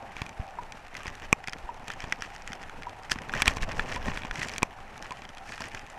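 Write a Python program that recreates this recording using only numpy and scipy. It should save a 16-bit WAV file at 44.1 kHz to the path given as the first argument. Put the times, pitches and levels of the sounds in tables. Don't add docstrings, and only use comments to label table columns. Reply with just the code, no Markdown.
import sys
import numpy as np
from scipy import signal
from scipy.fft import rfft, irfft
from scipy.io import wavfile

SR = 44100
rng = np.random.default_rng(int(sys.argv[2]) if len(sys.argv) > 2 else 0)


def unload_wav(signal):
    wavfile.write(
        sys.argv[1],
        SR,
        np.round(np.clip(np.atleast_2d(signal).T, -1, 1) * 32767).astype(np.int16),
    )


N = 263718
RING_S = 0.04
PEBBLE_HZ, PING_HZ = 1830, 4500

# t/s, level/dB, housing's share of the ring/0-1, crack/dB, thud/dB
CAMERA_KNOCKS = [(0.1664, -32, 0.9, -14, -5), (0.218, -26.5, 0.66, -8.5, -1.5),
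                 (0.264, -35.5, 0.84, -6, -3), (0.2927, -41, 0.84, 0, -18), (0.399, -57, 0.7, -15, 13),
                 (0.722, -35, 0.72, -5.5, -16), (1.057, -34, 0.97, -21, 1.5), (1.328, -9, 1, -11, -2.5),
                 (1.4828, -24, 0.46, -10, -6.5), (1.8813, -33.5, 0.56, -2.5, -5),
                 (2.0404, -35.5, 0.7, -8, 4), (2.8947, -41, 0.7, -5, -16), (3.158, -35, 0.2, -11, 4),
                 (3.4205, -13, 0.73, -6, -9), (3.479, -10, 0.71, -6, -8.5), (3.5692, -32, 0.84, -0.5, 8.5),
                 (3.633, -36, 0.9, -8, 0.5), (3.9604, -30.5, 0.6, -7, 1.5), (4.042, -51, .5, -10, 6),
                 (4.083, -27, 0.1, -15, 2), (4.117, -31.5, 0.3, -19, 2), (4.2195, -33.5, 0.7, -13, -9),
                 (4.234, -31.5, 0.6, -15, -5), (4.1738, -25.5, 0.4, -12, -6),
                 (4.2498, -33.5, 0.8, -11, 3.5), (4.4852, -33, 0.84, -1, -20),
                 (4.561, -30.5, 0.7, -15, -15), (4.5817, -28.5, 0.83, 1.5, -7.5),
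                 (4.6219, -27.5, 0.5, -17, 1), (4.63, -15.5, 0.96, -6, 1.5), (5.1076, -34, 0.8, -11, 2),
                 (5.22, -39.5, 0.7, -8, 0), (5.372, -39, 0.7, -10, -16), (5.522, -33, 0.17, -7.5, -20),
                 (5.606, -39, 0.75, 2, 8.5)]
# t/s, level/dB, crack/dB, pebble f/Hz, grit ping f/Hz
PEBBLE_CLICKS = [(0.183, -48, -1, 1930, 3800), (0.9515, -31.5, -12, 2010, 3200),
                 (0.9676, -37, -1.5, 2220, 5270), (1.0057, -36, -12, 1420, 3500),
                 (1.0683, -35, -4, 2010, 5040), (1.0801, -29.5, -11, 1850, 6300),
                 (1.1512, -54, 2, 1900, 4570), (1.2305, -41, -11.0, 2010, 3100),
                 (1.441, -31, -14, 1950, 5000), (1.4743, -27, -6, 1970, 5100),
                 (1.4956, -41.5, 4, 2170, 5300), (1.5254, -40.0, -2, 2280, 5300),
                 (1.533, -27.5, -4, 1770, 4700), (1.9023, -26, -11.5, 1710, 3250),
                 (1.917, -46, 9, 2390, 3130), (1.9365, -38.5, -3.5, 1850, 6700),
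                 (2.0041, -36.5, -2, 2160, 5400), (2.0217, -39.5, -1, 2220, 3100),
                 (2.124, -17.5, -10.5, 2050, 5560), (2.2083, -44, 1, 1840, 5300),
                 (2.2221, -25.5, -8.5, 1720, 5640), (2.3628, -38, -5, 1800, 5270),
                 (2.4214, -46.5, 0.5, 2440, 5600), (2.476, -32.5, -4.5, 2020, 6800),
                 (2.5202, -36, -9, 2000, 5100), (2.5319, -31.5, -1.5, 1770, 3080),
                 (2.5528, -51, 5, 1970, 5330), (2.6354, -36.5, -10, 1920, 3400),
                 (2.6962, -35, -10, 1560, 3000), (2.8222, -35, -11, 1780, 5000),
                 (2.8331, -37, -8, 2110, 4500), (3.0341, -46, 0, 1850, 5000),
                 (3.0495, -42.5, -3, 2010, 3100), (3.0976, -31.5, -10, 2000, 5300),
                 (3.1118, -29, -10, 1930, 5400), (3.1148, -35, 8.5, 1970, 5530),
                 (3.1176, -17, -1.5, 1810, 4930), (3.187, -31, -12, 1800, 5200),
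                 (3.2191, -40.5, 0, 2220, 3060), (3.295, -27.5, -16.0, 1750, 3150),
                 (3.3376, -20, -16, 1670, 3200), (3.351, -27.5, -10, 1760, 3150),
                 (3.383, -36, -7.0, 1700, 3100), (3.43, -37, -29.5, 1840, 3100),
                 (3.4577, -23.5, -3, 2000, 4000), (3.5085, -32, -6, 1600, 5800),
                 (3.5832, -32, -10, 1950, 3900), (3.6238, -37, 4, 1690, 3900),
                 (3.6375, -39, -2, 2360, 5900), (3.6944, -43, -21, 1950, 3117),
                 (3.7128, -29.5, -21, 1650, 3100), (3.7188, -36, 0.5, 2480, 3040),
                 (3.7677, -40, -8, 1630, 6800), (3.7951, -16.5, -23, 1670, 3330),
                 (3.8705, -44, -11, 1770, 5500), (3.8964, -41, -11.0, 1950, 3100),
                 (3.9233, -30, -9, 1830, 4500), (3.9673, -43, -9, 2160, 3320),
                 (4.0182, -38, -12, 1700, 3500), (4.1359, -39, -15.5, 1780, 3100),
                 (4.3112, -24, -13, 1820, 3220), (4.3567, -29, -9, 1980, 5630),
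                 (4.3757, -36, -9, 2100, 3120), (4.394, -34, -4, 2040, 4500),
                 (4.4168, -24.5, -19, 1900, 3100), (4.43, -27.0, -17, 2050, 5100),
                 (4.4472, -34.5, -15, 1860, 6200), (4.473, -42, -1, 2170, 7200),
                 (4.4945, -35, 0, 2590, 4360), (4.5, -36, -17.5, 2140, 5840), (4.517, -50, 9, 2370, 5800),
                 (4.5374, -34.5, -4, 2450, 5270), (5.0251, -36, -1.5, 1840, 5300),
                 (5.0576, -35.5, -20, 1770, 5000), (5.1218, -36.5, -3.5, 2020, 4600),
                 (5.1713, -49.5, 4.5, 2290, 3100), (5.2523, -41.0, -0.5, 2010, 3200),
                 (5.291, -44.5, 3, 1620, 3230), (5.3825, -47, 4, 2540, 3130),
                 (5.493, -37.0, -18, 2010, 3020), (5.5352, -38.0, -16.0, 1990, 3100),
                 (5.579, -34, -8.5, 1660, 3300), (5.6199, -30.5, -6.5, 1700, 5350),
                 (5.64, -34, -6, 2190, 3080), (5.6563, -46, 2, 2180, 6300), (5.685, -43, -2, 1910, 8700),
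                 (5.717, -45, 1, 2230, 3100), (5.7481, -31, -2, 1840, 3120),
                 (5.7942, -40.5, -4, 1870, 5800), (5.901, -47, 1.5, 1980, 7100)]
def blows(bed, pebble_share=0.13, pebble_thud_db=-14):
    pebbles = [*PEBBLE_CLICKS, *loose_pebbles(bed)]
    out = np.zeros(N)
    for s, db, share, crack_db, thud_db in CAMERA_KNOCKS:
        add(out, s, impact(db, share, crack_db, thud_db, PEBBLE_HZ, PING_HZ))
    for s, db, crack_db, pebble_hz, ping_hz in pebbles:
        add(out, s, impact(db, pebble_share, crack_db, pebble_thud_db, pebble_hz, ping_hz))
    return out


def loose_pebbles(bed, count=24):
    chance = np.cumsum(np.minimum(bed, amp(-43)) ** 2)
    when, force, edge, size, grit = rng.random((count, 5)).T
    at = np.searchsorted(chance, chance[-1] * (np.arange(count) + when) / count)
    rustle_db = np.minimum(20 * np.log10(bed[at]), -40.5)
    db = rustle_db + 2 + 3 * (2 * force - 1)
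    crack_db = -11 + 5 * (2 * edge - 1)
    return list(zip(at / SR, db, crack_db, PEBBLE_HZ * 1.94 ** (size - .4), PING_HZ * 2 ** (grit - .5)))


# f/Hz, relative level/dB, t60/s
HOUSING_MODES = [(2160, -12.5, 0.0087), (2360, -6, 0.0096), (2490, -18.5, 0.013)]
RIM_MODES = [(3403, -11.5, 0.0096), (3970, -10, 0.0057)]
PEBBLE_MODES = [(1560, 3.5, 0.016), (1803, -1, 0.03), (1904, 10.5, 0.0088), (2840, -14, 0.023),
                (4150, -21, 0.01)]
THUD_MODES = [(163, -9.5, 0.012), (248, 1, 0.01), (435, -1.5, 0.01), (920, -1, 0.011), (1050, 0, 0.014)]
def impact(db, share, crack_db, thud_db, pebble_hz, ping_hz):
    share = np.clip(share, .02, .995)
    square_on = share ** 4
    rim = [(hz, mode_db + 10 * np.log10(1 - square_on), t60) for hz, mode_db, t60 in RIM_MODES]
    housing = ring(HOUSING_MODES + rim, rise_s=0.002, detune=0.022)
    modes = [(hz * pebble_hz / PEBBLE_HZ, mode_db, t60) for hz, mode_db, t60 in PEBBLE_MODES]
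    stone = ring(modes, rise_s=0.0002, detune=0.064)
    ringing = np.sqrt(share) * housing + np.sqrt(1 - share) * stone
    sharp = contact(db, square_on, ping_hz)
    thud = ring(THUD_MODES, rise_s=0.0013, detune=0.048)
    return amp(db) * (ringing + amp(crack_db) * sharp + amp(thud_db) * thud)


# f/Hz, relative level/dB
HOUSING_CRACK_SPECTRUM = [(2000, -51), (3250, -4), (3900, -23), (4400, -15), (5900, 7), (7300, 0.5),
                          (8000, -2), (9800, -15), (10400, -10.5), (11200, -23), (12200, -18), (14800, -23),
                          (15600, -60)]
STONE_CRACK_SPECTRUM = [(1500, -7.5), (2500, -16.5), (3100, 7), (3800, -9), (4550, 0), (5200, 1.5),
                        (6300, -1), (7200, -7.5), (8800, -10), (10300, -17), (11000, -22), (13000, -21),
                        (14300, -42), (15500, -49)]
def contact(db, square_on, ping_hz, ping_cycles=28):
    thin = crack(HOUSING_CRACK_SPECTRUM, db, decay_s=0.00099, sand_db=-25, sand_s=0.0055, snap_db=3.5)
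    grate = crack(STONE_CRACK_SPECTRUM, db, decay_s=0.0014, sand_db=-24, sand_s=0.0062, snap_db=-2.5)
    ping = ring([(ping_hz, 0, ping_cycles / ping_hz)], rise_s=0.00005, detune=0)
    glancing = amp(-3) * grate + amp(-4) * ping
    return np.sqrt(square_on) * thin + np.sqrt(1 - square_on) * glancing


def crack(spectrum, level_db, decay_s, sand_db, sand_s, snap_db, bright_hz=7040, usual_db=-26):
    tilt_db_per_octave = 0.33 * (level_db - usual_db)
    tilted = [(hz, db + tilt_db_per_octave * max(np.log2(hz / bright_hz), 0)) for hz, db in spectrum]
    t = np.arange(round(RING_S * SR)) / SR
    burst = (np.exp(-t / decay_s) + amp(sand_db) * np.exp(-t / sand_s)) * rng.standard_normal(len(t))
    snap = amp(snap_db) * np.linalg.norm(burst) * (t == 0)
    return unit_click(colour(snap + burst, tilted, size=1024))


def ring(modes, rise_s, detune):
    t = np.arange(round(RING_S * SR)) / SR
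    sound = np.zeros(len(t))
    for hz, db, t60 in modes:
        turns = hz * (1 + detune * rng.uniform(-1.28, 1)) * t
        sound += amp(db - 60 * t / t60) * np.sin(2 * np.pi * turns)
    return unit_click(sound * (1 - np.exp(-t / rise_s)))


# middle t/s, length/s, level/dB, sand fizz/dB relative to the level
BED_SCRAPES = [(0.182, .04, -48, -22), (0.24, .04, -50.5, -25), (0.987, 0.08, -45, -30),
               (1.072, .04, -44, -21), (1.235, .06, -48, -24), (1.9, .07, -45.5, -18),
               (2.068, .12, -43.5, -22), (2.241, 0.055, -46, -15), (2.348, .03, -50.5, -9),
               (2.495, .04, -47.5, -18), (2.624, 0.023, -48.5, -12.5), (3.123, .02, -38, 0),
               (3.385, 0.077, -34.5, -20), (3.477, 0.026, -30, -17), (3.51, .025, -34.5, -14),
               (3.558, .025, -43, -3), (3.629, 0.027, -38.5, -13), (3.708, .04, -38.5, -21),
               (3.798, .05, -38, -12), (3.925, .07, -36.5, -12.5), (4.083, .05, -37, -13.5),
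               (4.162, 0.044, -42, -6.5), (4.247, .045, -44, -27), (4.417, .085, -37, -9),
               (4.545, .06, -43, -10), (5.036, 0.09, -50, -14), (5.529, .08, -45.5, -5),
               (5.64, .06, -41.5, -15), (5.755, .06, -45.5, -16)]
def scraping():
    rustle_power, fizz_power = np.zeros((2, N))
    for s, length_s, db, fizz_db in BED_SCRAPES:
        power = amp(db) ** 2 * swell(s, length_s)
        rustle_power += power
        fizz_power += amp(fizz_db) ** 2 * power
    return np.sqrt(rustle_power), np.sqrt(fizz_power)


# f/Hz, relative level/dB
FIZZ_SPECTRUM = [(1500, -33), (4000, 2), (5500, 5), (7500, -1), (10000, -10.5), (13500, -23), (15000, -64)]
def gravel(bed, fizz_level, fizz_per_s=900):
    catching = amp(2.4 * wander(40))
    sand = unit(grains(per_s=600, spread_db=2.5, tint_db=3, bright_db=0.5) * catching)
    grit = grains(per_s=99, spread_db=4.8, tint_db=4.5, bright_db=3)
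    grit_level = amp(-54.5) * (bed / amp(-50)) ** 0.54
    specks = rng.standard_normal(N) * (rng.random(N) < fizz_per_s / SR)
    fizz = unit(colour(specks, FIZZ_SPECTRUM) * catching)
    return amp(-1.2) * bed * sand + grit_level * grit + fizz_level * fizz


# f/Hz, relative level/dB
GRAVEL_SPECTRUM = [(200, -36), (600, -17), (1100, 9.5), (1450, 5), (1850, 12), (2100, 6), (2450, 6.5),
                   (3000, 3.5), (4000, -11), (5600, -11), (7300, -17), (10000, -33), (13000, -29),
                   (15000, -59)]
def grains(per_s, spread_db, tint_db, bright_db, kinds=24):
    size = amp(spread_db * np.minimum(rng.exponential(1, N), 3))
    ticks = size * rng.choice([-1, 1], N) * (rng.random(N) < per_s / SR)
    kind = rng.integers(0, kinds, N)
    t, out = np.arange(512) / SR, np.zeros(N)
    for k in range(kinds):
        touch = np.exp(-t / 0.00044) * rng.standard_normal(len(t))
        spectrum = [(hz, db + bright_db * np.log2(hz) + tint_db * rng.standard_normal())
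                    for hz, db in GRAVEL_SPECTRUM]
        out += signal.oaconvolve(ticks * (kind == k), unit(colour(touch, spectrum, size=1024)))[:N]
    return unit(out)


# t/s, level/dB, f/Hz
TAIL_FLICKS = [(0.217, -26.5, 96), (.397, -21, 66), (1.078, -30, 75), (1.641, -31.5, 35.8),
               (2.04, -32.5, 108), (3.161, -26, 155), (3.479, -16.5, 57), (3.617, -19.5, 30.2),
               (3.774, -29, 22), (4.049, -22.5, 21.7), (4.086, -23, 123), (4.168, -31, 22.17),
               (4.298, -25.5, 22)]
def tail_beats(cycles=0.39):
    t, out = np.arange(SR // 4) / SR, np.zeros(N)
    for s, db, hz in TAIL_FLICKS:
        push = np.sin(2 * np.pi * hz * t) * np.exp(-(hz * t / cycles) ** 2 / 2)
        add(out, s, amp(db) * push)
    return out


# t/s, level/dB
SCHOOL_STIR = [(0.0, -54.5), (0.278, -56), (0.53, -56), (0.979, -56.5), (1.15, -52), (1.46, -53.5),
               (1.9, -54), (2.031, -53.5), (2.661, -52.5), (2.86, -52.5), (3.051, -56), (3.51, -42),
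               (4.05, -44.5), (4.432, -51), (4.761, -53.5), (5.45, -56.5), (5.632, -54.5), (5.98, -56.5)]
def stirring():
    return amp(np.interp(np.arange(N) / SR, *np.transpose(SCHOOL_STIR)))


# f/Hz, relative level/dB
SWISH_SPECTRUM = [(20, -24), (60, -5.5), (110, 2), (240, 0), (330, -3.5), (430, -2), (650, -2), (1100, -5),
                  (2000, -36.5), (10000, -95)]
SURGE_SPECTRUM = [(8, -13.5), (18, 14.5), (30, -4), (60, -7.5), (100, -8.5), (220, -54), (2000, -98)]
def eddies(stir, scrape, wake_db=-24, wake_s=0.036, wake_hz=223):
    swish = unit(colour(rng.standard_normal(N), SWISH_SPECTRUM) * amp(3.7 * wander(33)))
    surge = unit(colour(rng.standard_normal(N), SURGE_SPECTRUM, size=16384))
    swirl = colour(rng.standard_normal(N), SWISH_SPECTRUM)
    wake = unit(signal.lfilter(*signal.butter(2, wake_hz, fs=SR), swirl))
    wake_level = sum(amp(db + wake_db) * swell(s + wake_s / 2, wake_s) for s, db, _ in TAIL_FLICKS)
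    drag = amp(-5.5) * np.minimum(scrape, amp(-29))
    swish_level = np.hypot(amp(1.5) * stir, drag)
    surge_level = amp(5.5) * stir * (stir / amp(-56.5)) ** 0.097
    return swish_level * swish + wake_level * wake + surge_level * surge


# t/s, peak level/dB, f/Hz
BUBBLE_PLINKS = [(0.5868, -24.5, 942), (1.6907, -26, 932), (2.8690, -27, 948), (3.9646, -26, 970),
                 (5.1159, -29, 995)]
def bubbles(rise_s=0.00033, t60=0.053, sag=0.014, sag_s=0.0018, climb_per_s=2.7):
    t, out = np.arange(SR // 10) / SR, np.zeros(N)
    envelope = (1 - np.exp(-t / rise_s)) * amp(-60 * t / t60)
    glide = 1 + sag * np.exp(-t / sag_s) + climb_per_s * t
    for s, db, hz in BUBBLE_PLINKS:
        turns = np.cumsum(hz * glide) / SR
        add(out, s, amp(db) * envelope / envelope.max() * np.sin(2 * np.pi * turns))
    return out


def froth(count=110, low_hz=957, high_hz=2690, cycles=22, softest_db=-55.5, range_db=7):
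    out = np.zeros(N)
    for when, size, force in rng.random((count, 3)):
        hz = high_hz * (low_hz / high_hz) ** size
        tick = ring([(hz, 0, cycles / hz)], rise_s=0.0018, detune=0)
        add(out, when * N / SR, amp(softest_db + range_db * force) * tick)
    return out


# f/Hz, relative level/dB
RIVER_SPECTRUM = [(20, 1.5), (100, 0), (330, -7), (560, -5), (800, 2), (1000, -10.5), (1300, 1),
                  (1900, -2.5), (2450, -5), (3300, -13.5), (7300, -22), (12500, -31), (14500, -83)]
# f/Hz, width/Hz, rms level/dB
HOLLOW_BANDS = [(700, 260, -59), (775, 87, -53.5), (870, 170, -56.5)]
def river(wash_db=-52.5, flutter_db=2.5, gargle_db=4):
    wash = colour(rng.standard_normal(N), RIVER_SPECTRUM)
    out = amp(wash_db) * unit(wash * amp(flutter_db * wander(48)))
    for hz, width, db in HOLLOW_BANDS:
        ringing = signal.lfilter(*signal.iirpeak(hz, hz / width, fs=SR), rng.standard_normal(N))
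        ringing = signal.lfilter(*signal.iirpeak(hz, 1, fs=SR), ringing)
        out += amp(db) * unit(ringing * amp(gargle_db * wander(6)))
    return out


def amp(db):
    return 10 ** (np.asarray(db) / 20)


def unit(x):
    return x / np.sqrt(np.mean(x ** 2) + 1e-20)


def unit_click(x, click_s=0.002):
    return x / np.sqrt(np.sum(x ** 2) / (click_s * SR) + 1e-20)


def add(mix, s, sound):
    part = mix[max(round(s * SR), 0):][:len(sound)]
    part += sound[:len(part)]


def gain_at(hz, spectrum):
    points_hz, db = np.transpose(spectrum)
    return amp(np.interp(np.log(hz + 1), np.log(points_hz), db))


def colour(x, spectrum, size=4096):
    log_gain = np.log(gain_at(abs(np.fft.fftfreq(size, 1 / SR)), spectrum))
    minimum_phase = np.exp(np.conj(signal.hilbert(log_gain)))
    taps = np.fft.ifft(minimum_phase).real[:size // 2]
    return signal.fftconvolve(x, taps)[:len(x)]


def wander(rate_hz):
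    hz = np.fft.rfftfreq(N, 1 / SR)
    return unit(irfft(rfft(rng.standard_normal(N)) * np.exp(-(hz / rate_hz) ** 2), N))


def swell(middle_s, length_s):
    offset = (np.arange(N) / SR - middle_s) / length_s
    return np.exp(-(2 * offset) ** 2) * (abs(offset) < 2)


# f/Hz, level/dB
STEREO_WIDTH_SPECTRUM = [(25, -56), (125, -73), (250, -58), (2000, -73), (4000, -34.5), (12000, -23)]
def stereo_width(mono, smear_s=0.0085):
    t = np.arange(SR // 10) / SR
    smear = rng.standard_normal(len(t)) * np.exp(-t / smear_s)
    width = gain_at(np.fft.rfftfreq(N, 1 / SR), STEREO_WIDTH_SPECTRUM)
    side = irfft(width * rfft(mono) * rfft(smear / np.linalg.norm(smear), N), N)
    return np.array([mono + side, mono - side])


def scene():
    stir = stirring()
    scrape, fizz_level = scraping()
    creep = np.minimum(amp(-3.5) * stir, amp(-51.5))
    bed = np.hypot(creep, scrape)
    mono = gravel(bed, fizz_level) + bubbles() + froth() + tail_beats() + eddies(stir, scrape)
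    return stereo_width(mono + river() + blows(bed))


def gain_control(x, threshold_db=-6.5, attack_s=0.025, recover_db_per_s=23):
    fall = recover_db_per_s * np.arange(N) / SR
    peak_db = 20 * np.log10(abs(x).max(0) + 1e-9)
    held_db = np.maximum.accumulate(peak_db + fall) - fall
    excess_db = np.maximum(held_db - threshold_db, 0)
    keep = np.exp(-1 / (attack_s * SR))
    return x / amp(signal.lfilter([1 - keep], [1, -keep], excess_db))


HISS_DB, WHINE_DB, WHINE_HZ = -79, -88, 11719
LOW_CUT_HZ, HIGH_CUT_HZ = 8.1, 16300
# f/Hz, relative level/dB
HISS_SPECTRUM = [(20, 8), (1000, -5.5), (4000, -3.5), (9000, -11), (12800, -16), (14500, -24)]
def record(dry):
    passed = signal.lfilter(*signal.butter(1, LOW_CUT_HZ, "high", fs=SR), dry)
    hiss = amp(HISS_DB) * np.array([unit(colour(rng.standard_normal(N), HISS_SPECTRUM)) for _ in dry])
    whine = amp(WHINE_DB) * np.sqrt(2) * np.sin(2 * np.pi * WHINE_HZ * np.arange(N) / SR)
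    limited = np.clip(gain_control(passed) + hiss + whine, -1, 1)
    high_cut = signal.firwin(511, HIGH_CUT_HZ, window=("kaiser", 9), fs=SR)
    return signal.oaconvolve(limited, high_cut[None], "same")


dry = scene()
out = record(dry)
unload_wav(out)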